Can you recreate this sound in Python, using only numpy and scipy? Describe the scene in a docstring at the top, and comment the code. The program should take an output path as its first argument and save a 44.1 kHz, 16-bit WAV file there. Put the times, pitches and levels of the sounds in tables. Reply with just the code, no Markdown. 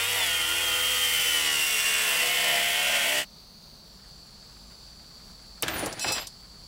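"""Angle grinder, gas torch and hammer.

An angle grinder bites into a plastic screwdriver handle held in a vice and slows as the cut deepens:
its rim rasps, its grit hisses, its gears whine. It fades out over the steady hiss of a small gas torch.
Then a hammer crushes a small screwdriver on the anvil of the vice: a crack, crunching plastic,
and steel that rattles and rings."""
import sys
import numpy as np
from scipy import signal
from scipy.fft import rfft, irfft, next_fast_len
from scipy.io import wavfile
from scipy.ndimage import uniform_filter1d, map_coordinates

SR = 44100
rng = np.random.default_rng(int(sys.argv[2]) if len(sys.argv) > 2 else 0)


def store_pcm(level_fs):
    """Save levels as 16-bit WAV."""
    pcm = np.round(np.clip(level_fs, -1, 1) * 32767).astype(np.int16)
    wavfile.write(sys.argv[1], SR, np.atleast_2d(pcm).T)


N = 294147
T = np.arange(N) / SR
BINS_HZ = np.fft.rfftfreq(N, 1 / SR)


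def amp(db):
    """Decibels to gain."""
    return 10 ** (np.asarray(db) / 20)


def unit(x):
    """Scales to rms 1."""
    return x / np.sqrt(np.mean(abs(x) ** 2) + 1e-20)


def levelled(x):
    """Holds the running rms at 1."""
    return x / np.sqrt(abs(uniform_filter1d(x ** 2, size=5000)) + 1e-12)


def curve(rows):
    """Rows of (seconds, value) interpolated over T."""
    return np.interp(T, *np.transpose(rows))


def spectrum(rows):
    """Rows of (Hz, value) interpolated over BINS_HZ on a log axis."""
    hz, value = np.transpose(rows)
    return np.interp(np.log(BINS_HZ + 1), np.log(hz + 1), value)


def shaped(x, gain):
    """Filters x by a gain given at BINS_HZ."""
    size = next_fast_len(N)
    return irfft(rfft(x, size) * np.interp(np.fft.rfftfreq(size, 1 / SR), BINS_HZ, gain), size)[:N]


def noise(gain):
    """Filtered noise of rms 1."""
    return unit(shaped(rng.standard_normal(N), gain))


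def peak(hz, width_hz):
    """Gain of a steep-sided resonance."""
    return 1 / (1 + 0.4 * ((BINS_HZ ** 2 - hz ** 2) / (width_hz * (BINS_HZ + 1))) ** 2)


def drift(per_s):
    """Random wander of rms 1."""
    knots = rng.standard_normal(4000)
    return unit(np.interp(T * per_s, np.arange(len(knots)), knots))


def bump(peak_s, length_s):
    """Smooth rise and fall."""
    return np.cos(np.pi * np.clip((T - peak_s) / length_s, -.5, .5)) ** 2


def swell(t, rise_s, t60_s, hold_until_s=0):
    """Linear rise, optional hold, exponential decay."""
    return np.clip(t / rise_s, 0, 1) * amp(-60 * np.maximum(t - max(rise_s, hold_until_s), 0) / t60_s)


def delayed(x, delay_s):
    """Time-varying delay."""
    return map_coordinates(x, [(T - delay_s) * SR], order=3)


def add(mix, start_s, sound):
    """Mixes a sound in at start_s."""
    part = mix[round(start_s * SR):][:len(sound)]
    part += sound[:len(part)]


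# Flame spectrum. Each row: frequency in Hz, relative level in dB.
FLAME_SPECTRUM = [(15, -25), (25, -6), (50, -9), (82, -14), (161, -6.5), (216, -8.5), (280, -18.5),
                  (650, -19), (1200, -21.5), (1950, -31), (3200, -26), (4500, -17), (5500, -26.5),
                  (7500, -33.5), (11200, -32.5), (12200, -40), (15800, -33)]
# Flame and nozzle resonances. Each row: frequency in Hz, width in Hz, dB aimed low, dB aimed high.
JET_MODES = [(47.4, 16, -62, -57), (4533, 330, -54.3, -52.5), (5700, 1200, -65.5, -64),
             (7470, 550, -75, -66), (9860, 500, -79, -72.5), (14700, 830, -70, -74)]
# Echo off the bench. Each row: time in seconds, extra path in metres.
BENCH_PATH = [(3.3, .173), (3.63, .158), (3.8, .168), (4.0, .197), (4.22, .236), (4.45, .262), (4.75, .283),
              (5.5, .313)]


def torch(flame_db=-53, sputter_db=-69, tilt_start_s=3.75, tilt_length_s=0.35, beam_hz=14000):
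    """The flame rumbles and the nozzle hisses; raised, the torch sputters and its bench echo sweeps."""
    aim = np.clip((T - tilt_start_s) / tilt_length_s, 0, 1)
    gas = amp(flame_db) * noise(amp(spectrum(FLAME_SPECTRUM)))
    for hz, width_hz, low_db, high_db in JET_MODES:
        gas += amp(low_db + aim * (high_db - low_db)) * noise(peak(hz, width_hz))
    gas *= amp(.5 * drift(25))  # flutter
    gas += aim * amp(sputter_db + 5 * np.minimum(drift(70), 2)) * noise(peak(1520, 1040))
    path_m = curve(BENCH_PATH)
    treble_beam = BINS_HZ / np.hypot(BINS_HZ, beam_hz)
    echo = shaped(delayed(gas, path_m / 343), treble_beam)  # sound travels 343 m/s
    return gas + .55 * (.18 / path_m) ** .6 * echo


def burst(db, hz, octaves, t60_s, rise_s, size=8192):
    """A short burst of noise in one band."""
    t, f = T[:size], np.fft.rfftfreq(size, 1 / SR) + 1
    band = np.exp(-.5 * (np.log2(f / hz) / octaves) ** 2) / np.sqrt(1 + f / hz)
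    envelope = amp(db - 60 * t / t60_s) * (1 - np.exp(-t / rise_s))
    sound = envelope * irfft(band * np.exp(2j * np.pi * rng.random(len(f))))
    return sound * np.linalg.norm(envelope) / np.linalg.norm(sound)


# The handle gives way. Each row: start in seconds, snap in dB, snap in Hz, knock in dB, knock in Hz.
FRACTURES = [(5.6254, -30, 9000, -26, 1460), (5.63, -20.5, 3460, -29.5, 500),
             (5.68, -26.5, 7000, -21, 2040), (5.793, -33, 8500, -46, 700), (5.825, -41, 4500, -25.5, 360),
             (5.859, -26.5, 8000, -26, 603), (5.9258, -30.5, 6000, -39, 700),
             (5.994, -26.5, 5640, -44, 1500), (6.044, -22.5, 2020, -26.5, 597),
             (6.108, -35, 4000, -28, 740), (6.1197, -24.5, 8300, -49, 900), (6.18, -27, 2960, -30, 1400),
             (6.27, -30, 6240, -60, 1000)]


def hammer_cracks(strike_s=5.6242):
    """The hammer lands with a tick; each fracture is a bright snap and a duller knock on the anvil."""
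    out = np.zeros(N)
    add(out, strike_s, burst(db=-12.5, hz=9900, octaves=.5, t60_s=.007, rise_s=0.00014))
    for start_s, snap_db, snap_hz, knock_db, knock_hz in FRACTURES:
        add(out, start_s, burst(snap_db, snap_hz, octaves=0.67, t60_s=0.043, rise_s=0.0008))
        ring_s = 0.078 * (1000 / knock_hz) ** 0.39  # lower knocks ring longer
        add(out, start_s, burst(knock_db, knock_hz, octaves=0.7, t60_s=ring_s, rise_s=0.0019))
    return out


# Spectra of crushing and of sliding on steel. Each row: frequency in Hz, relative level in dB.
CRUNCH_SPECTRUM = [(30, -25), (60, 6), (200, 0.5), (300, 4.5), (420, 0), (680, 3.5), (1050, -5.5),
                   (1600, 0), (3000, -7), (6500, -17.5), (9000, -19), (15500, -42)]
SLIDE_SPECTRUM = [(100, -19), (300, -19), (700, 6.5), (1500, -2), (3500, 4.5), (6000, -8), (8000, -12),
                  (11000, -24), (15500, -15)]
# The hammer bears down. 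Each row: start in seconds, length in seconds, level in dB, brightness 0-1.
HAMMER_SQUEEZES = [(5.621, 0.097, -34.5, 0.2), (5.723, 0.12, -33.5, .1), (5.852, 0.053, -41.5, 0),
                   (5.904, 0.075, -45.5, .1), (5.972, 0.068, -41.5, 0.5), (6.051, 0.053, -32, 0.43),
                   (6.14, 0.048, -33.5, .75), (6.206, 0.03, -46, 1)]


def plastic_crunch(grains_per_s=4000, spread_db=0.5, lumpy_db=1.2):
    """Tiny fractures crowd under each squeeze; they brighten when the head slides on steel."""
    sizes = amp(spread_db * np.minimum(rng.exponential(1, N), 4)) * rng.choice([-1, 1], N)
    grains = sizes * (rng.random(N) < grains_per_s / SR) * amp(lumpy_db * drift(170))
    crunch = unit(shaped(grains, amp(spectrum(CRUNCH_SPECTRUM))))
    slide = unit(shaped(grains, amp(spectrum(SLIDE_SPECTRUM))))
    out = np.zeros(N)
    for start_s, length_s, db, bright in HAMMER_SQUEEZES:
        envelope = amp(db) * swell(T - start_s, rise_s=0.015, t60_s=.16, hold_until_s=length_s)
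        out += envelope * ((1 - bright) * crunch + bright * slide)
    return out


# Modes of the steel. Each row: frequency in Hz, relative level in dB, t60 in seconds.
STEEL_MODES = [(2599, 1, .24), (3020, -10, .12), (3582, -8, .2), (4001, -4.5, .27), (4163, -6, .22),
               (4392, -9, .2), (5008, -1, .4), (5620, 0, .22), (6002, -12, .25), (7160, -9, .15),
               (7293, -8, .25), (7452, -7, .35), (7928, -2, .16), (8900, -13, .15), (9146, -11, .19),
               (9680, -11, .2), (9815, -13, .2), (10470, -16, .2), (11200, -16, .15), (13300, -17, .2),
               (14290, -19, .2)]
# Bouts of rattling. Each row: start in seconds, level in dB, rise in seconds, tilt in dB per octave.
RATTLE_BOUTS = [(5.995, -33, 0.034, 2), (6.065, -33.3, 0.021, -2), (6.121, -33.5, .0045, 5.5)]
# Thin pings. Each row: start in seconds, level in dB, frequency in Hz, rise and t60 in seconds.
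SHAFT_PINGS = [(5.68, -37, 14280, .06, .2), (5.68, -40.5, 13160, .07, .35), (5.735, -35, 9674, .05, .55),
               (6.185, -39.5, 11690, .03, .13)]


def steel_rattle(start_s=5.6, pivot_hz=5500, shimmer_db=3.0, jolt_rad=0.2, jolts_per_s=120):
    """Rattling steel rings in its modes, jolted in level and phase; the loosened shaft pings."""
    out, t = np.zeros(N), T[T > start_s]
    partials = []
    for hz, mode_db, t60_s in STEEL_MODES:
        bouts = sum(amp(db + tilt * np.log2(hz / pivot_hz)) * swell(t - at_s, rise_s, t60_s)
                    for at_s, db, rise_s, tilt in RATTLE_BOUTS)
        partials.append((hz, amp(mode_db) * bouts))
    for at_s, db, hz, rise_s, t60_s in SHAFT_PINGS:
        partials.append((hz, amp(db) * swell(t - at_s, rise_s, t60_s)))
    for hz, envelope in partials:
        shimmer, jolt = (np.interp((t - start_s) * jolts_per_s, np.arange(200), knots)
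                         for knots in rng.standard_normal((2, 200)))
        phase = 2 * np.pi * (hz * t + rng.random()) + jolt_rad * jolt
        out[-len(t):] += envelope * amp(shimmer_db * shimmer) * np.sin(phase)
    return out


def workshop(x, wet_db=-13, t60_s=0.099, size=12000):
    """Adds a short tail from the cluttered bench and walls."""
    t = T[:size]
    tail = rng.standard_normal(size) * (rng.random(size) < .05) * (t > .003) * amp(-60 * t / t60_s)
    return x + amp(wet_db) * signal.fftconvolve(x, tail / np.linalg.norm(tail))[:N]


# Rim friction. Each row: frequency in Hz, share 0-1 that repeats with each turn.
REPEAT_SHARE = [(200, 0.96), (700, 0.76), (1500, 0.66), (3000, 0.65), (6000, 0.5), (10000, 0.33)]


def rim_friction(turns, wears, size=4096, harmonics=130):
    """Rim bumps pass once a turn, over noise; some come and go with wear. One signal per wear value."""
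    place = (turns * size).astype(int) % size
    phases = 2 * np.pi * rng.random((4, harmonics))
    lasting, *passing = [unit(irfft(np.r_[0, 0, np.exp(1j * p)], size))[place] for p in phases]
    worn = sum(bumps * drift(4.047) for bumps in passing)
    share = np.clip(spectrum(REPEAT_SHARE), 0, 1)
    loose = shaped(rng.standard_normal(N), np.sqrt(1 - share))
    return [shaped(0.61 * unit(lasting + wear * worn), np.sqrt(share)) + loose for wear in wears]


def tool_echoes(x, gain=0.17, sway_s=.00003, count=5):
    """Echoes off nearby tools comb the treble and shift as the hands sway."""
    delays_s = rng.uniform(0.000803, .006, count)
    return x + gain * sum(delayed(x, delay_s + sway_s * drift(1.477)) for delay_s in delays_s)


# Grit spectrum. Each row: frequency in Hz, relative level in dB.
GRIT_SPECTRUM = [(2120, -19), (3600, -2.5), (3930, -5.5), (4550, -0.5), (5060, -2.5), (5910, -1.5),
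                 (6440, -5), (8200, 0), (9340, -5), (10200, -1.5), (12000, -5.5), (14800, -5.5),
                 (15800, -6.5)]


def grit_hiss(grit, depth, sag_hz, spark_db, base_db=-31.5, fizz_hz=11000):
    """Grit hisses louder under load; the top of the hiss swells more when sparks fly."""
    level_db = base_db - 3 * depth ** 2 + 0.1976 * np.maximum(sag_hz, 0) + spark_db
    hiss = amp(level_db) * levelled(shaped(grit, amp(spectrum(GRIT_SPECTRUM))))
    fizz = shaped(hiss, 1 / (1 + (fizz_hz / (BINS_HZ + 1)) ** 6))
    return hiss + (amp(-0.5 + spark_db + 0.5 * depth) - 1) * fizz


# Screeches. Each row: peak time and length in seconds, frequency and width in Hz, level in dB.
EDGE_CATCHES = [(1.041, 0.99, 14700, 400, -49), (1.3, 0.37, 6030, 220, -46), (1.736, 0.69, 5690, 220, -49),
                (1.847, 0.76, 7900, 500, -47), (3.047, 0.86, 6520, 220, -58)]


def screeches(grit):
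    """Narrow resonances swell and fade where the grit catches an edge."""
    return sum(amp(db) * bump(peak_s, length_s) * unit(shaped(grit, peak(hz, width_hz)))
               for peak_s, length_s, hz, width_hz, db in EDGE_CATCHES)


def gear_whine(angle, depth, racing_hz, strain_db, teeth=38, base_db=-29, overtone_db=-19):
    """The bevel gear's teeth mesh in a wavering tone with its octave."""
    level_db = base_db - 14.5 * depth ** 2 - 0.61 * racing_hz + strain_db + 2.3 * drift(34.93)
    return amp(level_db) * (np.sin(teeth * angle) + amp(overtone_db) * np.sin(2 * teeth * angle))


# Snarl partials. One entry each: multiple of the disc speed, dB in a shallow cut, dB in a deep cut.
SNARL_MULTIPLES = [6, 9, 10, 15, 17, 18, 22, 24, 25, 26, 29, 33, 34, 41]
SNARL_SHALLOW_DB = [-49, -56.5, -53.5, -44.5, -41.5, -45.5, -43, -40, -49, -38, -44, -40, -43, -45]
SNARL_DEEP_DB = [-52, -37.5, -40.5, -57, -110, -68, -68, -55, -45, -53, -53, -54, -41, -66]


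def snarl(angle, depth, speed_hz, racing_hz, moan_db, moan_hz=670, moan_width_hz=90):
    """Uneven gears and a slightly warped disc sound multiples of the turning speed."""
    binding = depth ** 2  # the disc binds only once it is well in
    out = np.zeros(N)
    for multiple, shallow_db, deep_db in zip(SNARL_MULTIPLES, SNARL_SHALLOW_DB, SNARL_DEEP_DB):
        near_moan = 1 / (1 + ((multiple * speed_hz - moan_hz) / moan_width_hz) ** 2)
        db = shallow_db + binding * (deep_db - shallow_db) + .7 * near_moan * moan_db + 3 * drift(20)
        out += amp(db) * np.sin(multiple * angle + 2 * np.pi * rng.random() + drift(4.055))
    return amp(-0.35 * racing_hz) * out  # racing freely, the gears hardly press


def body(drive, modes, depth):
    """Resonances whose strengths shift as the disc sinks in."""
    shallow = np.sqrt(sum((amp(db) * peak(hz, width)) ** 2 for hz, width, db, _ in modes))
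    deep = np.sqrt(sum((amp(db) * peak(hz, width)) ** 2 for hz, width, _, db in modes))
    return levelled((1 - depth) * unit(shaped(drive, shallow)) + depth * unit(shaped(drive, deep)))


# Disc speed, sagging under load. Each row: time in seconds, turns per second.
DISC_SPEED = [(0.0, 92.2), (0.09, 98.5), (0.16, 98.3), (0.28, 85.7), (0.45, 81.2), (0.61, 85.7),
              (0.7, 82.6), (0.92, 84.2), (1.38, 78.7), (1.61, 72.5), (1.91, 73.4), (2.07, 71.4),
              (2.17, 72.8), (2.26, 70.8), (2.68, 69.4), (2.8, 72.3), (2.96, 71.8), (3.1, 67.1),
              (3.25, 66.8)]
# The cut. Each row: time in seconds, depth 0-1.
CUT_DEPTH = [(0, 0.1), (.22, 0.36), (.36, 0.01), (1.3, 0.24), (1.7, 0.54), (2.0, 0.52), (2.3, 0.72),
             (2.5, 1), (3.25, 0.89)]
# The hand presses in. Each row: peak time and length in seconds, change in dB of moan, whine and hiss.
HAND_PRESSES = [(.19, 0.27, 5.5, 1, 1), (0.44, 0.16, -1, 5.5, -1.2), (0.626, 0.24, 0.5, -1.5, 0),
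                (1.08, 0.96, -0.5, 1.9, 1.56), (1.364, .32, 0, 5, .5), (1.709, 0.89, -5.5, 4.5, 0.55),
                (2.175, 0.47, 3.5, 4, 1), (2.5, 0.38, 6.5, 0, 1), (2.937, 0.5, 5.5, -18, 0.3)]
# Resonances of handle, guard and disc. Each row: frequency and width in Hz, dB cut shallow, dB cut deep.
HANDLE_MODES = [(259, 30, -16.5, -13.5), (335, 35, -10.5, -12.5), (487, 42, 2.5, -6.5),
                (622, 47, -12, -2.5), (670, 90, -8.5, 0.5), (860, 100, -8, -4.5), (995, 120, -10, -8)]
GUARD_MODES = [(1232, 150, -8, -19), (1408, 41, 3, -8.5), (1555, 140, -11, -8), (1834, 77, 1.5, -0.5),
               (2017, 120, 3, 0), (2194, 26, 2, 4), (2473, 31, 4.5, -10), (2545, 390, -8.5, -4.5),
               (2715, 55, 6.5, -2), (2925, 96, 6, 2.5), (3087, 61, -1, 1.5), (3310, 260, -4.5, -6.5)]


def grinder(loaded_hz=83.4, inertia_s=0.031, end_s=3.25, fade_s=0.057,
            rasp_db=-31.5, drone_db=-44, hum_db=-52, shudder_db=-55):
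    """The spinning rim scrapes the plastic: the guard rasps, the handle drones, grit and gears join."""
    depth = curve(CUT_DEPTH)
    speed_hz = uniform_filter1d(curve(DISC_SPEED), size=int(inertia_s * SR), mode="nearest")
    sag_hz = loaded_hz - speed_hz
    racing_hz = np.maximum(-sag_hz, 0)
    moan_db, strain_db, spark_db = sum(np.outer(changes_db, bump(peak_s, length_s))
                                       for peak_s, length_s, *changes_db in HAND_PRESSES)
    snag = (0.00099 + 0.00404 * depth) * drift(70)  # a deep cut smears the upper harmonics
    turns = np.cumsum(speed_hz * (1 + snag)) / SR
    angle = 2 * np.pi * turns
    scrape, push = rim_friction(turns, wears=(0.81, 0.38))
    scrape *= amp(0.6 * np.cos(angle) + 0.3 * (.5 + depth) * drift(160))  # contact throbs and grabs
    rasp = amp(rasp_db + 4 * depth + 0.16 * moan_db) * body(scrape, GUARD_MODES, depth)
    drone = amp(drone_db + 3.5 * depth ** 2 + moan_db) * body(push, HANDLE_MODES, depth)
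    grit = tool_echoes(scrape * amp(drift(550)))
    hiss = grit_hiss(grit, depth, sag_hz, spark_db) + screeches(grit)
    gears = gear_whine(angle, depth, racing_hz, strain_db)
    gears += snarl(angle, depth, speed_hz, racing_hz, moan_db)
    hum = np.sqrt(2) * amp(hum_db - 25 * depth ** 2 - 0.22 * sag_hz) * np.sin(angle)
    shudder = amp(shudder_db) * depth * unit(shaped(push, peak(115, 140)))
    fade = np.clip((end_s - T) / fade_s, 0, 1)
    return (rasp + drone + hiss + gears + hum + shudder) * fade


def scene():
    """Grinder, torch and hammer, in mono."""
    return (grinder() + torch() + workshop(hammer_cracks() + plastic_crunch()) + steel_rattle())[None]


def record(dry):
    """Steep low-pass at 15850 Hz."""
    lowpass = signal.firwin(701, 15850, window=("kaiser", 8), fs=SR)
    return signal.oaconvolve(dry, lowpass[None], "same")


dry = scene()
out = record(dry)
store_pcm(out)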